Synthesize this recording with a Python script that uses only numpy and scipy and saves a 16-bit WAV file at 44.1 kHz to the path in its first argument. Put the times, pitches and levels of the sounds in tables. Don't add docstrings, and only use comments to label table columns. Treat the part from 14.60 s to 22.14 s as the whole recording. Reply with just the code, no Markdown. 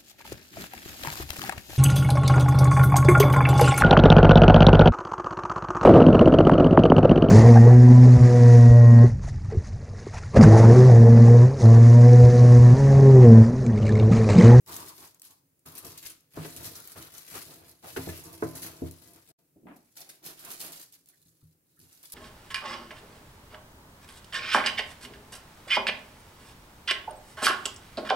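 import sys
import numpy as np
from scipy import signal
from scipy.fft import rfft, irfft, next_fast_len
from scipy.io import wavfile
from scipy.ndimage import map_coordinates

SR = 44100
rng = np.random.default_rng(int(sys.argv[2]) if len(sys.argv) > 2 else 0)


def master(y):
    cut = np.clip(np.atleast_2d(y).T, -1, 1)
    pcm = np.round(cut * 32767)
    wavfile.write(sys.argv[1], SR, pcm.astype(np.int16))


N = 332514
BOWL_FROM_S = 5


# (start [s], rise [s], hold [s], relative crinkle level [dB],
# slack folds relative to the crinkle [dB])
TUG_ROWS = [(0.053, .075, 0.08, -44, -17), (0.24, .025, 0.017, -45.5, -13), (0.312, .06, 0.099, -52, -19),
            (0.621, 0.013, 0.072, -55, -24), (1.054, .012, 0.087, -55, -10.5),
            (1.135, 0.046, 0.0095, -47, -14), (1.242, .01, 0.053, -47, -14), (1.311, 0.055, 0.14, -52, -11),
            (1.443, .01, 0.016, -49, -2), (1.694, 0.067, .05, -55, -5), (1.795, .05, .02, -45, -4),
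            (1.879, .03, 0.095, -49, -14), (1.999, 0.049, 0.018, -43, -15), (2.108, 0.035, 0.042, -47, -15),
            (2.21, .04, 0.085, -51, -15), (2.355, .02, 0.072, -50, -7), (2.451, 0.075, 0.15, -53, -11),
            (2.659, 0.083, 0.075, -43, -9.5), (2.831, .03, 0.098, -52, -14),
            (3.033, 0.021, 0.041, -57, -9.5), (3.133, .03, .06, -67, -14.5), (3.202, .07, .08, -50, -9),
            (3.354, .015, 0.23, -45.5, -7.5), (3.602, 0.027, 0.24, -53.5, -12),
            (3.776, .06, 0.075, -51, -12), (3.944, .01, 0.027, -44.5, -20.5),
            (4.012, .01, 0.043, -42.5, -14), (4.131, 0.032, 0.23, -56, -13.5),
            (4.408, .012, .07, -58, -15.5), (4.519, .02, .15, -63, -13.5),
            (4.674, 0.019, 0.0098, -58.5, -16), (5.03, .14, 0.19, -69, -13),
            (5.351, 0.022, 0.053, -51, -12), (5.48, 0.0092, 0.012, -49, -12),
            (5.622, .035, .04, -47, -10.5), (5.766, 0.026, 0.094, -48, -8.5),
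            (5.881, 0.019, 0.034, -45.5, -11), (5.93, .02, 0.038, -52, -10),
            (5.994, .012, .065, -43.5, -12), (6.117, .008, 0.04, -46.5, -12),
            (6.208, .008, 0.0096, -53.5, -12.5), (6.318, 0.0049, 0.013, -58, -21.5),
            (6.455, .01, 0.45, -68, -24), (7.004, .12, 0.068, -70.5, -21), (7.188, .025, 0.2, -58.5, -17),
            (7.423, 0.0088, 0.063, -56, -13), (7.518, 0.0051, 0.048, -48, -19.5)]
TUG_SAG_DB_PER_S, TUG_RELEASE_DB_PER_S = 16, 250
SETTLE_DB, SETTLE_DB_PER_S = -25, 43
# (time [s], relative peak level [dB])
SNAP_EVENTS = [(0.0623, -41), (0.1421, -29), (0.165, -22), (0.5457, -42), (0.597, -41), (0.6185, -32),
               (0.6504, -37), (0.7098, -41), (0.9931, -56), (1.0605, -41), (1.1523, -31), (1.1792, -29),
               (1.2481, -33), (1.3778, -30), (1.4277, -35), (1.4556, -32), (1.498, -37), (1.6062, -50),
               (1.9634, -27), (2.0524, -30), (2.1535, -32), (2.2024, -32), (2.2747, -30), (2.3191, -33),
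               (2.58, -32), (3.2804, -34), (3.3682, -31), (3.4895, -31), (3.7284, -37), (3.9534, -30),
               (4.0203, -33), (4.0637, -30), (4.3116, -33), (4.4754, -42), (4.5346, -42), (4.56, -42),
               (5.3677, -35), (5.4061, -32), (5.4919, -35), (5.6565, -33), (5.8486, -32), (5.9044, -28),
               (5.9164, -28), (6.0122, -27), (6.0444, -30), (6.1215, -31), (6.1958, -38), (6.2148, -34),
               (6.3245, -41), (6.3514, -43), (6.4592, -46), (6.4867, -42), (6.6174, -50), (7.1921, -45),
               (7.3287, -43), (7.43, -39), (7.5218, -28), (7.5304, -33)]
FLURRY_DB, FLURRY_RISE_S, FLURRY_HOLD_S, FLURRY_DB_PER_S = 5, .001, .004, 700.5
# (frequency [Hz], relative level [dB])
FILM_SPECTRUM = [(200, -24.5), (700, -14), (1600, -8.5), (2800, -9), (4200, -1), (5500, -2.5), (8400, -3),
                 (11300, 2), (14000, -1.5), (15800, -6.5)]
# (frequency [Hz], relative level [dB])
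FOLD_SPECTRUM = [(300, -6), (1000, -11), (1700, -3), (2800, -2), (4500, -8.5), (9000, -16)]
# (frequency [Hz], relative level [dB])
SNAP_SPECTRUM = [(500, -22), (2000, -17.5), (4000, -10.5), (7000, -4), (11500, 1), (15800, -5)]


def film():
    tugs = gestures(TUG_ROWS, TUG_SAG_DB_PER_S, TUG_RELEASE_DB_PER_S, SETTLE_DB, SETTLE_DB_PER_S)
    tug_db, fold_db = np.transpose(TUG_ROWS)[3:]
    snap_s, peak_db = np.transpose(SNAP_EVENTS)
    flurry_rows = [(start, FLURRY_RISE_S, FLURRY_HOLD_S) for start in snap_s]
    flurries = gestures(flurry_rows, 0, FLURRY_DB_PER_S)
    level_db = summed_db(tugs, tug_db) + FLURRY_DB * per_sample(flurries.max(0))
    slack_db = blended(tugs, fold_db)

    crackle_db = level_db - 6.0 + 2 * wobble(45)
    crackle = shower(crackle_db, FILM_SPECTRUM, rate=260, crowding=.5, spread_db=3.0, life=0.00017)
    sizzle_db = level_db - 8.5 + 1.5 * wobble(30)
    sizzle = shower(sizzle_db, FILM_SPECTRUM, rate=3000, crowding=.4, spread_db=-3.0, life=0.00015)
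    folds_db = level_db + slack_db - 3.5
    folds = shower(folds_db, FOLD_SPECTRUM, rate=700, crowding=.4, spread_db=4.5, life=0.0003)
    showers = crackle + sizzle + folds

    jumps = np.arange(3)
    first = np.clip(np.round(snap_s * SR).astype(int), 0, N - 1)
    delays = jumps * rng.uniform(25, 70, (len(snap_s), 1))
    at = np.minimum(first[:, None] + delays.astype(int), N - 1)
    sizes = amp(peak_db[:, None] + 12.5 - 2.5 * jumps)
    bursts = clicks(at.ravel(), sizes.ravel(), life=.00045, scatter_db=1)
    snaps = coloured(bursts, SNAP_SPECTRUM)

    to_room = showers + amp(-11.0) * snaps
    answer = in_kitchen(to_room, near_db=2.0, near_t60=0.054, room_db=-3)
    return placed(showers + snaps + answer)


def shower(level_db, spectrum, rate, crowding, spread_db, life):
    density = np.clip(rate * amp(crowding * (level_db + 50)), 80, 6000)
    at = np.flatnonzero(rng.random(N) < density / SR)
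    spread = np.minimum(rng.standard_normal(len(at)), 1.7)
    sizes = amp(spread_db * spread) / np.sqrt(density[at])
    grains = unit(coloured(clicks(at, sizes, life, scatter_db=4), spectrum))
    return amp(level_db) * grains


PAN_LEAD, BOWL_LEAD = 5, -11


def clicks(at, sizes, life, scatter_db, size=128):
    t = np.arange(size) / SR
    draw = rng.standard_normal((len(at), size + 3))
    lives = life * np.exp(draw[:, :1] / 4)
    lean_db = scatter_db * draw[:, 1:2]
    burst = draw[:, 3:] * np.exp(-t / lives)
    burst *= sizes[:, None] / np.linalg.norm(burst, axis=1, keepdims=True)
    mean_lead = np.where(at < BOWL_FROM_S * SR, PAN_LEAD, BOWL_LEAD)
    lead = (mean_lead + 2 * draw[:, 2]) / 2
    ears = []
    for side in (1, -1):
        onset = np.round(at - side * lead).astype(int)
        index = np.maximum(onset[:, None] + np.arange(size), 0)
        heard = burst * amp(side * lean_db / 2)
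        ears.append(np.bincount(index.ravel(), heard.ravel(), N)[:N])
    return np.array(ears)


# (start [s], rise [s], hold [s], relative rubbing level [dB],
# relative shaking level of pan or bowl [dB], pitch of the taut film [Hz],
# relative drumming level against the rubbing [dB])
STROKE_ROWS = [(0.066, 0.028, 0.2, -49, -52.5, 1045, 2.5), (0.373, 0.016, 0.044, -53.5, -60.5, 949.8, -3),
               (0.636, 0.063, 0.0077, -71, -71, 1002, 6), (1.053, .01, 0.14, -50.5, -59, 1125, -2),
               (1.22, 0.033, 0.026, -51.5, -51.5, 1134, -1),
               (1.379, 0.061, 0.087, -65.5, -66.5, 1209, -5.5), (1.737, 0.031, .11, -52.5, -49, 1350, -16),
               (1.903, 0.11, 0.091, -54, -51, 1348, -19), (2.128, 0.021, 0.18, -58, -62.5, 1350, -4),
               (2.349, 0.019, 0.051, -51, -52.5, 1348, -5.5), (2.503, 0.04, 0.16, -60.5, -67.5, 1317, -6),
               (2.668, 0.1, .015, -47, -51.5, 1300, -8), (2.839, 0.031, .25, -60, -58, 657, -7),
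               (3.221, 0.026, .11, -51, -57.5, 719.4, -2), (3.385, 0.11, 0.094, -62.5, -50.5, 900, 3),
               (3.612, 0.049, 0.15, -58.5, -52.5, 1010, 1.5), (3.92, 0.028, 0.022, -51, -47, 755, -7),
               (4.013, .025, 0.045, -50.5, -49, 757.4, -11), (4.108, 0.029, .2, -55, -57.5, 741.3, -21),
               (4.388, 0.043, 0.17, -64.5, -60.5, 736.3, -14), (4.67, .03, .015, -70, -61, 715, -8),
               (5.356, .02, .05, -66, -65, 706, 0), (5.449, 0.04, 0.016, -61, -62, 703, -2),
               (5.613, .06, .02, -56.5, -50, 938, -6), (5.77, .12, 0.035, -53.5, -53.5, 1120, -2),
               (5.986, .025, 0.15, -51.5, -52, 1293, -26), (6.451, 0.028, 0.052, -85, -76, 1290, -15),
               (7.15, 0.22, .14, -72, -75, 1284, -20)]
STROKE_SAG_DB_PER_S, STROKE_RELEASE_DB_PER_S = 22, 150
# (frequency [Hz], relative level [dB])
SLIDE_SPECTRUM = [(150, -19.5), (330, -0.5), (500, -5), (680, -4), (1000, -3), (1350, -2.5), (1800, -7.5),
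                  (3000, -10), (6000, -14.5)]
# (frequency [Hz], relative level [dB])
BOWL_SPECTRUM = [(50, -17), (100, -11.5), (160, 3.5), (220, -10), (330, 4), (500, -7), (700, -2.5),
                 (1200, -27)]
# (frequency [Hz], relative level [dB])
THUD_SPECTRUM = [(30, -30), (80, -17.5), (200, -12), (400, -1), (600, -15.5), (1200, -12), (2000, -14),
                 (4000, -23)]


def rubbing():
    strokes = gestures(STROKE_ROWS, STROKE_SAG_DB_PER_S, STROKE_RELEASE_DB_PER_S)
    rub, shake, pitch, drum = np.transpose(STROKE_ROWS)[3:]
    rub_db = summed_db(strokes, rub) + 4.2 * wobble(25)
    shake_db = summed_db(strokes, shake)
    taut_hz, taut_db = blended(strokes, pitch), blended(strokes, drum)

    scrape = amp(-1.5) * unit(diffuse(coloured(slips(rate=3000), SLIDE_SPECTRUM)))
    drumming = amp(taut_db - 3.5) * drone(taut_hz, width_hz=363)
    pan = amp(0.5) * unit(diffuse(filtered(slips(rate=500), pan_response)))
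    dull_slips = softened(coloured(slips(rate=400), THUD_SPECTRUM), cut_hz=433)
    table = amp(-8.0) * unit(diffuse(dull_slips))
    bowl = amp(-3.0) * unit(diffuse(coloured(slips(rate=900), BOWL_SPECTRUM)))

    at_pan = np.arange(N) / SR < BOWL_FROM_S
    shaken = np.where(at_pan, pan + table, bowl)
    return placed((scrape + drumming) * amp(rub_db)) + shaken * amp(shake_db)


def slips(rate):
    return rng.standard_normal((2, N)) * (rng.random((2, N)) < rate / SR)


# (frequency [Hz], relative level [dB], t60 [s])
PAN_MODES = [(85.6, 0, 0.32), (115.87, -0.5, 0.32), (157.9, 1.5, 0.34), (265.2, -2, 0.35), (327.1, 3, 0.26),
             (436, -4, 0.14), (454, 0.5, 0.19), (580, -11.5, 0.33), (633, -5.5, 0.28), (693.4, -1.5, 0.21),
             (865, -24.5, 0.2), (911, -6, 0.24), (1020, -16, 0.67), (1210, -10, 0.24), (1490, -14.5, 0.16),
             (1675, -12.5, 0.24), (1986, -14, 0.27), (2590, -9, 0.2)]


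def pan_response(hz):
    total = 0
    for k, (f, db, t60) in enumerate(PAN_MODES):
        detuning = (f * f - hz * hz) * t60 * np.pi / np.log(1000)
        mode = amp(db) * t60 * 1j * hz / (detuning + 1j * hz * 2)
        total = total + mode * (-1) ** k
    return total


# (time [s], relative level [dB], contact cut-off [Hz],
# relative boom level [dB], pitch of the struck spot [Hz])
KNOCK_EVENTS = [(1.059, -52.5, 401.5, 10.5, 340.9), (1.246, -44, 490, 0, 362), (1.455, -61, 4500, -8, 1500),
                (1.772, -31.5, 1413, 6, 318.4), (1.85, -36.5, 1994, -31, 337.5), (1.983, -47, 130, 11, 160),
                (2.358, -48, 2400, -9, 655), (2.383, -48, 407, -5, 332.9), (3.237, -51, 927.6, 8.5, 166.6),
                (3.363, -33.5, 4900, -5, 1490), (3.369, -29.5, 2783, 4.5, 391.3),
                (3.471, -31.5, 830, 6.5, 182.4), (3.488, -43, 3600, 10.5, 1730),
                (3.824, -22.5, 1480, 1.5, 420.6), (4.219, -27.5, 534.4, 5, 270.2),
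                (6.655, -58, 245.8, 5.5, 146), (6.826, -49.5, 203.2, 3.5, 121.2),
                (7.19, -53.5, 303, 4, 162), (7.225, -57, 357.7, 6.5, 259.2)]


def knocks(swell=0.016):
    out, t = np.zeros((2, N)), np.arange(SR // 2) / SR
    hz, mode_db, t60 = np.transpose(PAN_MODES)[:, :, None]
    booms = hz < 200
    rise = np.where(booms, 1 - np.exp(-(t / swell) ** 2), 1 - np.exp(-t * hz))
    contact = amp(-60 * t / .06) + amp(-12 - 60 * t / .35)
    for s, db, cut_hz, boom_db, spot_hz in KNOCK_EVENTS:
        draw = rng.standard_normal((3, len(PAN_MODES), 1))
        strength = amp(mode_db + 3.2 * draw[0] + boom_db * booms - 60 * t / t60) * rise
        apart = np.arccos(np.clip(along(LIKENESS, hz), -1, 1)) * draw[1] / 2
        phase = 2 * np.pi * hz * t + np.pi * draw[2]
        ring = np.array([(strength * np.sin(phase + side * apart)).sum(0) for side in (1, -1)])
        clunk = amp(-3.0 - 60 * t / 0.1) * np.sin(2 * np.pi * spot_hz * t)
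        noise = rng.standard_normal((2, len(t))) * contact
        thud = diffuse(coloured(noise, THUD_SPECTRUM))
        thud *= amp(-2.5) / np.std(thud[:, :SR // 100])
        add(out, s, amp(db) * softened(amp(-11.5) * ring + clunk + thud, cut_hz))
    return out


# (time [s], relative level [dB], pitch [Hz])
SQUEAK_EVENTS = [(6.526, -69, 1800), (6.812, -77, 1200), (7.17, -71, 1538)]


def squeaks(rise=0.0096):
    out = np.zeros((2, N))
    for s, db, hz in SQUEAK_EVENTS:
        u = np.maximum(np.arange(N) / SR - s, 0) / rise
        swell = u * np.exp(1 - u)
        out += amp(db) * swell * drone(hz, width_hz=530)
    return out


# (time [s], relative level [dB], contact cut-off [Hz])
BUMP_EVENTS = [(4.959, -45.5, 484), (5.031, -40.5, 347.5), (5.055, -36, 444), (5.069, -42, 2590),
               (5.085, -44.5, 2814), (5.11, -48, 2567)]
# (frequency [Hz], relative level [dB])
FAR_SPECTRUM = [(50, -30), (150, -14.5), (290, -7), (450, -17), (700, -10), (1200, -16.5), (2700, -22.5),
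                (4000, -26.5)]


def bumps():
    out = np.zeros((2, N))
    for s, db, cut_hz in BUMP_EVENTS:
        tail = room_tail()
        t = np.arange(tail.shape[1]) / SR
        bump = coloured(tail * (1 + 0.5 * amp(-60 * t / 0.035)), FAR_SPECTRUM)
        add(out, s, amp(db + 5.5) * softened(bump / np.abs(bump).max(), cut_hz))
    return out


# (frequency [Hz], relative level [dB])
QUIET_SPECTRUM = [(18, -54.5), (30, -23.5), (161, -0.5), (227, -16), (266, -4), (384, -11), (449, -13.5),
                  (499, -13), (721, -23.5), (2610, -26), (3400, -30), (11700, -21), (16000, -19.5)]


def room_tone():
    noise = rng.standard_normal((2, N))
    return amp(-70.5) * unit(diffuse(coloured(noise, QUIET_SPECTRUM)))


def in_kitchen(x, near_db, near_t60, room_db, size=8192):
    out, t = np.zeros((2, N)), np.arange(SR // 10) / SR
    for start in range(0, N, size):
        near = rng.standard_normal((2, len(t))) * amp(-60 * t / near_t60)
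        answer = amp(room_db) * room_tail()
        add(answer, .001, amp(near_db) * near / np.linalg.norm(near[0]))
        add(out, start / SR, signal.fftconvolve(x[:, start:start + size], answer, axes=1))
    return out


# (frequency [Hz], t60 [s])
ROOM_DECAY = [(100, 0.52), (500, 0.39), (2000, 0.34), (6000, 0.38), (15000, 0.19)]


def room_tail():
    hz, t, z = signal.stft(rng.standard_normal((2, SR // 2)), SR, nperseg=256)
    decay = amp(-60 * t / along(ROOM_DECAY, hz)[:, None])
    tail = diffuse(signal.istft(z * decay, SR, nperseg=256)[1])
    return tail / np.linalg.norm(tail[0])


# (frequency [Hz], correlation [1])
LIKENESS = [(60, 0.89), (150, 0.94), (280, 0.79), (550, 0.53), (1100, 0), (16000, 0.0061)]


def diffuse(pair):
    def mixing(hz):
        turn = np.arccos(np.clip(along(LIKENESS, hz), -1, 1)) / 2
        return np.array([np.cos(turn), np.sin(turn)])

    mid, side = filtered(pair, mixing)
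    return np.array([mid + side, mid - side])


# (time [s], left minus right [dB])
HAND_PLACE = [(0, 1.5), (.65, 1.5), (1.2, 1.5), (2, 1.5), (2.8, 2), (3.9, 0), (4.5, 3.5), (5.4, 0.5),
              (5.9, -2.5), (6.4, -1), (7.54, -1)]


def placed(x):
    lean, = curves(HAND_PLACE)
    return x * amp(np.array([lean, -lean]) / 2)


def gestures(rows, sag_db_per_s, release_db_per_s, settle_db=-120, settle_db_per_s=0, count=7540):
    start, rise, hold = np.transpose(rows)[:3, :, None]
    t = np.linspace(0, N / SR, count) - start
    after = np.maximum(t - rise - hold, 0)
    tail = amp(settle_db - settle_db_per_s * after)
    release = np.maximum(amp(-release_db_per_s * after), tail)
    sag = amp(-sag_db_per_s * np.clip(t - rise, 0, hold))
    return np.clip(t / rise, 0, 1) * sag * release


def per_sample(coarse):
    return np.interp(np.arange(N), np.linspace(0, N, len(coarse)), coarse)


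def summed_db(envelopes, db):
    return per_sample(10 * np.log10(amp(db) ** 2 @ envelopes ** 2 + 1e-12))


def blended(envelopes, values):
    weights = envelopes ** 2 + 1e-12
    return per_sample(values @ weights / weights.sum(0))


def drone(hz, width_hz):
    a, b = softened(rng.standard_normal((2, 2, N)), width_hz / 2)
    phase = 2 * np.pi * np.cumsum(hz * np.ones(N)) / SR
    return unit(a * np.cos(phase) + b * np.sin(phase))


def softened(x, cut_hz):
    return signal.sosfilt(signal.butter(4, min(cut_hz, SR / 3), fs=SR, output="sos"), x)


def coloured(x, spectrum, size=4096):
    gain = amp(along(spectrum, np.fft.rfftfreq(size, 1 / SR)))
    cepstrum = irfft(np.log(gain))
    cepstrum[1:size // 2] *= 2
    cepstrum[size // 2 + 1:] = 0
    impulse = irfft(np.exp(rfft(cepstrum)))
    return signal.oaconvolve(x, impulse[None], axes=1)[:, :x.shape[1]]


def filtered(x, response):
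    n = x.shape[-1]
    m = next_fast_len(n + SR // 2)
    return irfft(rfft(x, m) * response(np.fft.rfftfreq(m, 1 / SR)), m)[..., :n]


def wobble(rate):
    knots = rng.standard_normal(int(N * rate / SR) + 4)
    return map_coordinates(knots, [np.arange(N) * rate / SR])


def curves(rows):
    s, *cols = np.transpose(rows)
    return [np.interp(np.arange(N) / SR, s, c) for c in cols]


def along(points, hz):
    f, v = np.transpose(points)
    return np.interp(np.log(hz + 1), np.log(f + 1), v)


def amp(db):
    return 10 ** (np.asarray(db) / 20)


def unit(x):
    return x / np.sqrt(np.mean(x ** 2) + 1e-20)


def add(track, s, sound):
    part = track[:, max(round(s * SR), 0):][:, :sound.shape[1]]
    part += sound[:, :part.shape[1]]


def scene():
    return film() + rubbing() + squeaks() + knocks() + bumps() + room_tone()


# (time [s], level [dB])
DIP = [(4.716, 0), (4.722, -24), (4.745, -50), (4.775, -50), (4.79, 0)]
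TOP_HZ = 15820


def record(dry):
    dip_db, = curves(DIP)
    return filtered(dry * amp(dip_db), lambda hz: hz < TOP_HZ)


dry = scene()
out = record(dry)
master(out)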